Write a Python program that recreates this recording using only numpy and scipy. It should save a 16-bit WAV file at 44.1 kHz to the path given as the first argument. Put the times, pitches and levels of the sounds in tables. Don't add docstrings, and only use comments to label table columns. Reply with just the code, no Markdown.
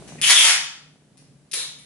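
import sys
import numpy as np
from scipy import signal
from scipy.fft import rfft, irfft, next_fast_len
from scipy.io import wavfile

SR = 44100
rng = np.random.default_rng(int(sys.argv[2]) if len(sys.argv) > 2 else 0)


def volts_from_db(level):
    exponent = np.asarray(level, float) / 20
    return 10 ** exponent


def waveform_to_disk(signal):
    frames = np.transpose(np.atleast_2d(signal))
    scaled = np.clip(frames, -1, 1) * 32767
    samples = np.round(scaled).astype(np.int16)
    wavfile.write(sys.argv[1], SR, samples)


N = 81585

# [dB per Hz, relative]
GLUE_COLOUR = [(150, -66.5), (300, -30), (544, -18), (1100, -11.5), (2210, 0), (3190, -3), (4330, -3),
               (6000, -2), (8000, -6), (10000, -0.5), (12500, -10)]


def rms_one(x):
    return x / np.sqrt(np.mean(x ** 2) + 1e-20)


def at_hz(points, hz):
    table_hz, values = np.array(points).T
    return np.interp(np.log(hz), np.log(table_hz), values)


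def smooth(x, seconds):
    r = np.exp(-1 / (seconds * SR))
    return signal.lfilter([(1 - r) ** 2], [1, -2 * r, r * r], x)


def drift(rate_hz):
    wander = smooth(rng.standard_normal(N + SR), 1 / (2 * np.pi * rate_hz))
    return rms_one(wander[SR:])


def butter(x, order, hz, kind="low"):
    return signal.sosfilt(signal.butter(order, hz, kind, fs=SR, output="sos"), x)


def resonance(hz, width_hz):
    r = np.exp(-np.pi * width_hz / SR)
    row = [1, 0, -1, 1, -2 * r * np.cos(2 * np.pi * hz / SR), r * r]
    return [row, row]


def colour(x, spectrum):
    hz = np.maximum(np.arange(1025) * SR / 2048, 10)
    log_gain = np.log(volts_from_db(at_hz(spectrum, hz).clip(-60)))
    cepstrum = irfft(log_gain) * np.r_[1, np.full(1023, 2), 1, np.zeros(1023)]
    return signal.fftconvolve(x, irfft(np.exp(rfft(cepstrum))))[:len(x)]


def bands(length, gain, likeness):
    out = 0
    edges = 24 * 2 ** (np.arange(29) / 3)
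    settle = SR // 5
    white = rng.standard_normal((2, 2, length + settle))
    for k, (low, high) in enumerate(zip(edges, edges[1:])):
        mid, side = butter(white[k % 2], 2, [low, high], "band")[:, settle:]
        hz = np.sqrt(low * high)
        alike = np.clip(at_hz(likeness, hz), -1, 1)
        stereo = np.sqrt(1 + alike) * mid + np.sqrt(1 - alike) * side * [[1], [-1]]
        out = out + gain(hz) * stereo
    return out


def delayed(x, seconds):
    size = next_fast_len(N + SR // 10)
    hz = np.arange(size // 2 + 1) * SR / size
    return irfft(rfft(x, size) * np.exp(-2j * np.pi * hz * seconds), size)[:N]


def level_of(x, seconds):
    return 10 * np.log10(smooth(np.mean(x ** 2, axis=0), seconds) + 1e-12)


def strip(slips, pitch_hz):
    out, state = np.zeros(N), np.zeros((2, 2))
    for i in range(0, N, 128):
        filters = resonance(pitch_hz[i], width_hz=780)
        out[i:i + 128], state = signal.sosfilt(filters, slips[i:i + 128], zi=state)
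    return rms_one(out)


def pull(rows, glue):
    slips_per_s, slip_spread_db = 8000, 4.0
    clumps_per_s, clump_db = 150, 2.5
    body_hz = 1900
    t = np.arange(N) / SR
    start_s, *columns = np.array(rows).T
    level_db, strip_db, pitch_hz, body_db = [np.interp(t, start_s, column) for column in columns]
    chance_db = slip_spread_db * np.minimum(rng.exponential(1, N), 4)
    sizes = volts_from_db(chance_db + clump_db * drift(clumps_per_s))
    happens = rng.random(N) < slips_per_s / SR
    slips = sizes * rng.choice([-1, 1], N) * happens + 1e-18
    crackle = rms_one(colour(slips, glue))
    body = signal.sosfiltfilt(signal.butter(2, body_hz, fs=SR, output="sos"), crackle)
    sound = crackle + (volts_from_db(body_db) - 1) * body + volts_from_db(strip_db) * strip(slips, pitch_hz)
    return sound * volts_from_db(level_db) * (t >= start_s[0]) * (t < start_s[-1])


def tacks():
    # [dB, halved in strength when added]
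    tack_rows = [(.2152, -4, 9800, -2), (.2322, -10, 3000, -3), (.24, -5, 3000, 7), (.2588, -6, 3000, 2),
                 (.2665, -4, 9800, -3), (.277, -4, 9800, -3), (.291, -4, 9800, -4), (1.1728, -24, 9800, 0),
                 (1.5138, -12, 10200, -8), (1.5322, 3, 5000, -8), (1.5375, 4, 10200, -4)]
    ring_s = .0025
    out, t = np.zeros(N + SR), np.arange(600) / SR
    crack = colour(1. * (t == 0), GLUE_COLOUR)
    crack = crack / np.abs(crack).max()
    for start_s, level_db, ring_hz, ring_db in tack_rows:
        ring = volts_from_db(ring_db) * np.sin(2 * np.pi * ring_hz * t) * np.exp(-t / ring_s * 3)
        first = int(start_s * SR)
        out[first:first + len(t)] += volts_from_db(level_db) * (crack + ring / 2)
    return butter(out[:N], 2, 1500, "high")


def rustles():
    # start_s [s], level_db [dB], fade_s [s], ring_hz [Hz], ring_db [dB]
    rustle_rows = [(.0755, -45, 0.015, 6800, -7.5), (.184, -53.5, 0.014, 2173, 4),
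                   (1.1752, -45.5, .02, 4900, -10), (1.783, -39.5, 0.019, 9910, -3.5)]
    half_width = 0.17
    out, t = 0, np.arange(N) / SR
    noise = rms_one(colour(rng.standard_normal(N), GLUE_COLOUR))
    for start_s, level_db, fade_s, ring_hz, ring_db in rustle_rows:
        edges = [ring_hz * (1 - half_width), ring_hz * (1 + half_width)]
        ring = rms_one(butter(noise, 2, edges, "band"))
        fade = np.exp(-np.maximum(t - start_s, 0) / fade_s) * (t >= start_s)
        out = out + volts_from_db(level_db) * (noise + volts_from_db(ring_db) * ring) * fade
    return out


def room(x):
    # pitch_hz [Hz], fall_s [s]
    fall_times = [(300, 0.33), (1000, 0.63), (2000, 0.52), (4000, .55), (7000, .48), (11000, 0.31)]
    # pitch_hz [Hz], likeness [-1 to 1]
    tail_likeness = [(300, .8), (800, 0.75), (2000, 0.24), (5000, -0.44), (11000, -0.1)]
    tail_db, tail_rise_s, tail_pan_db = 5.5, 0.014, 1
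    hand_move_s = .07
    direct_db, direct_pan_db, right_lag_s = -0.5, 6, .00006
    echo_s, echo_pan_db = .0053, 3
    t, out = np.arange(SR * 3 // 4) / SR, np.zeros((2, N))
    turn = np.arange(N) / SR / hand_move_s
    for place in range(4):
        tail = bands(len(t), lambda hz: volts_from_db(-60 * t / at_hz(fall_times, hz)), tail_likeness)
        tail = tail * (1 - np.exp(-t / tail_rise_s))
        tail = volts_from_db(tail_db) * tail / np.sqrt(np.sum(tail ** 2) / 2)
        tail = tail * volts_from_db([[tail_pan_db / 2], [-tail_pan_db / 2]])
        share = np.sqrt(np.clip(1 - np.abs((turn - place) % 4 - 1), 0, 1))
        out += signal.fftconvolve((x * share)[None], tail, axes=1)[:, :N]
    for channel, side in enumerate((1, -1)):
        out[channel] += volts_from_db(side * direct_pan_db / 2 + direct_db) * delayed(x, channel * right_lag_s)
        out[channel] += volts_from_db(side * echo_pan_db / 2) * delayed(x, echo_s)
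    return out


def ticks():
    # [dB, rough peak]
    tick_rows = [(.0235, -29), (0.0898, -30.5), (0.1225, -25), (.157, -28.5), (0.958, -31), (1.022, -32),
                 (1.158, -32), (1.224, -27)]
    low_hz, high_hz = 211, 850
    clicks = np.zeros(N) + 1e-18
    for start_s, level_db in tick_rows:
        clicks[int(start_s * SR)] = -volts_from_db(level_db) * SR / high_hz / 4
    return butter(clicks, 2, [low_hz, high_hz], "band")


def rumble():
    # [dB per Hz, relative]
    rumble_colour = [(25, -28), (60, -20), (110, -23.5), (200, -14), (350, -20), (560, -22.5),
                     (1000, -31.5), (2500, -34.5), (6000, -37), (12500, -35.5)]
    # pitch_hz [Hz], likeness [-1 to 1]
    rumble_likeness = [(40, .85), (150, .9), (300, .75), (800, .6), (2000, .2), (11000, .1)]
    level_db, waver_db = -45.5, -0.5
    waver = drift(11)

    def gain(hz):
        return volts_from_db(at_hz(rumble_colour, hz) + waver_db * waver * min(1, 400 / hz))

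    return volts_from_db(level_db) * rms_one(bands(N, gain, rumble_likeness))


def drone():
    # [dB, before the swell]
    drone_rows = [(147.5, 35, -46.5), (273, 28, -55.5)]
    # [dB, added]
    swell_rows = [(0, -2), (.12, -1.5), (.3, 0.5), (.6, 6.5), (0.751, -4), (.9, 7), (1.06, -6), (1.15, 9),
                  (1.21, 1.5), (1.33, 6), (1.42, 1.5), (1.5, -3), (1.62, -0.5), (1.7, 1.5), (1.85, 1.5)]
    side_db = -12.5
    out = 0
    swell = volts_from_db(np.interp(np.arange(N) / SR, *np.transpose(swell_rows)))
    for pitch_hz, width_hz, level_db in drone_rows:
        noise = rng.standard_normal((2, N + SR))
        mid, side = rms_one(signal.sosfilt(resonance(pitch_hz, width_hz), noise)[:, SR:])
        out = out + volts_from_db(level_db) * (mid + volts_from_db(side_db) * side * np.array([[1], [-1]]))
    return out * swell


def scene():
    # [dB, change of the lows]
    long_pull = [(.2152, -30, -3.5, 3040, -12.5), (.232, -26, -5, 3350, -12.5),
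                 (.246, -16.5, -6, 3010, -11), (.26, -28.5, -4.5, 2950, -11.5),
                 (.278, -18, -23.5, 2920, -4), (.3, -11, -16.5, 3330, 1), (.335, -16, -1, 3514, -10.5),
                 (.38, -8, -2, 3330, -3.5), (.42, -8, -10, 3390, -1.5), (.46, -6, -19, 3400, 1),
                 (.5, -8.5, -29, 3100, 3.5), (.525, -18, -20, 3070, -6)]
    short_pull = [(1.514, -13.5, -17, 4040, -9), (1.5305, -38, -8, 3950, -3), (1.5325, -8, -15, 3816, 3.5),
                  (1.545, -15.5, -6.5, 4146, 14.5), (1.556, -23.5, -3.5, 4100, -29),
                  (1.62, -26.5, -4.5, 3840, 17.5), (1.66, -70, -23, 4000, -2)]
    # [dB per Hz, relative]
    short_colour = [(150, -57.5), (300, -19.5), (450, -13), (680, -23.5), (950, -14), (1500, -15),
                    (2300, -6), (3190, -5.5), (4330, 1), (6000, 2), (8000, -2.5), (10000, 5.5), (12500, -1)]
    tape = pull(long_pull, GLUE_COLOUR) + pull(short_pull, short_colour) + tacks() + rustles()
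    tape = butter(tape, 4, 209, "high")
    return room(tape) + rumble() + drone() + ticks()


def automatic_gain(x):
    knee_db, share = -22.5, 0.62
    level_s, attack_s, release_db_per_s = 0.0067, 0.031, 1
    climb = release_db_per_s * np.arange(N) / SR
    cut_db = share * np.maximum(level_of(x, level_s) - knee_db, 0)
    held_db = np.maximum.accumulate(cut_db + climb) - climb
    return x * volts_from_db(-smooth(held_db, attack_s))


def overload(x):
    limit = .7
    bent = np.sign(x) * limit / 2 * (1 + np.tanh(2 * np.abs(x) / limit - 1))
    return np.where(np.abs(x) < limit / 2, x, bent)


def thin_bass(x):
    knee_db, share = -16.5, 6
    edge_hz, level_s = 280, .004
    bass = signal.sosfiltfilt(signal.butter(2, edge_hz, fs=SR, output="sos"), x)
    cut_db = share * np.maximum(level_of(x, level_s) - knee_db, 0)
    return x + bass * (volts_from_db(-cut_db) - 1)


def band_limit(x):
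    return signal.sosfilt(signal.butter(12, 12320, fs=SR, output="sos"), x)


def record(dry):
    x = thin_bass(overload(automatic_gain(dry)))
    top_cut = signal.cheby2(24, 80, 11450, fs=SR, output="sos")
    mix = signal.sosfilt(top_cut, x)
    return band_limit(mix)


dry = scene()
out = record(dry)
waveform_to_disk(out)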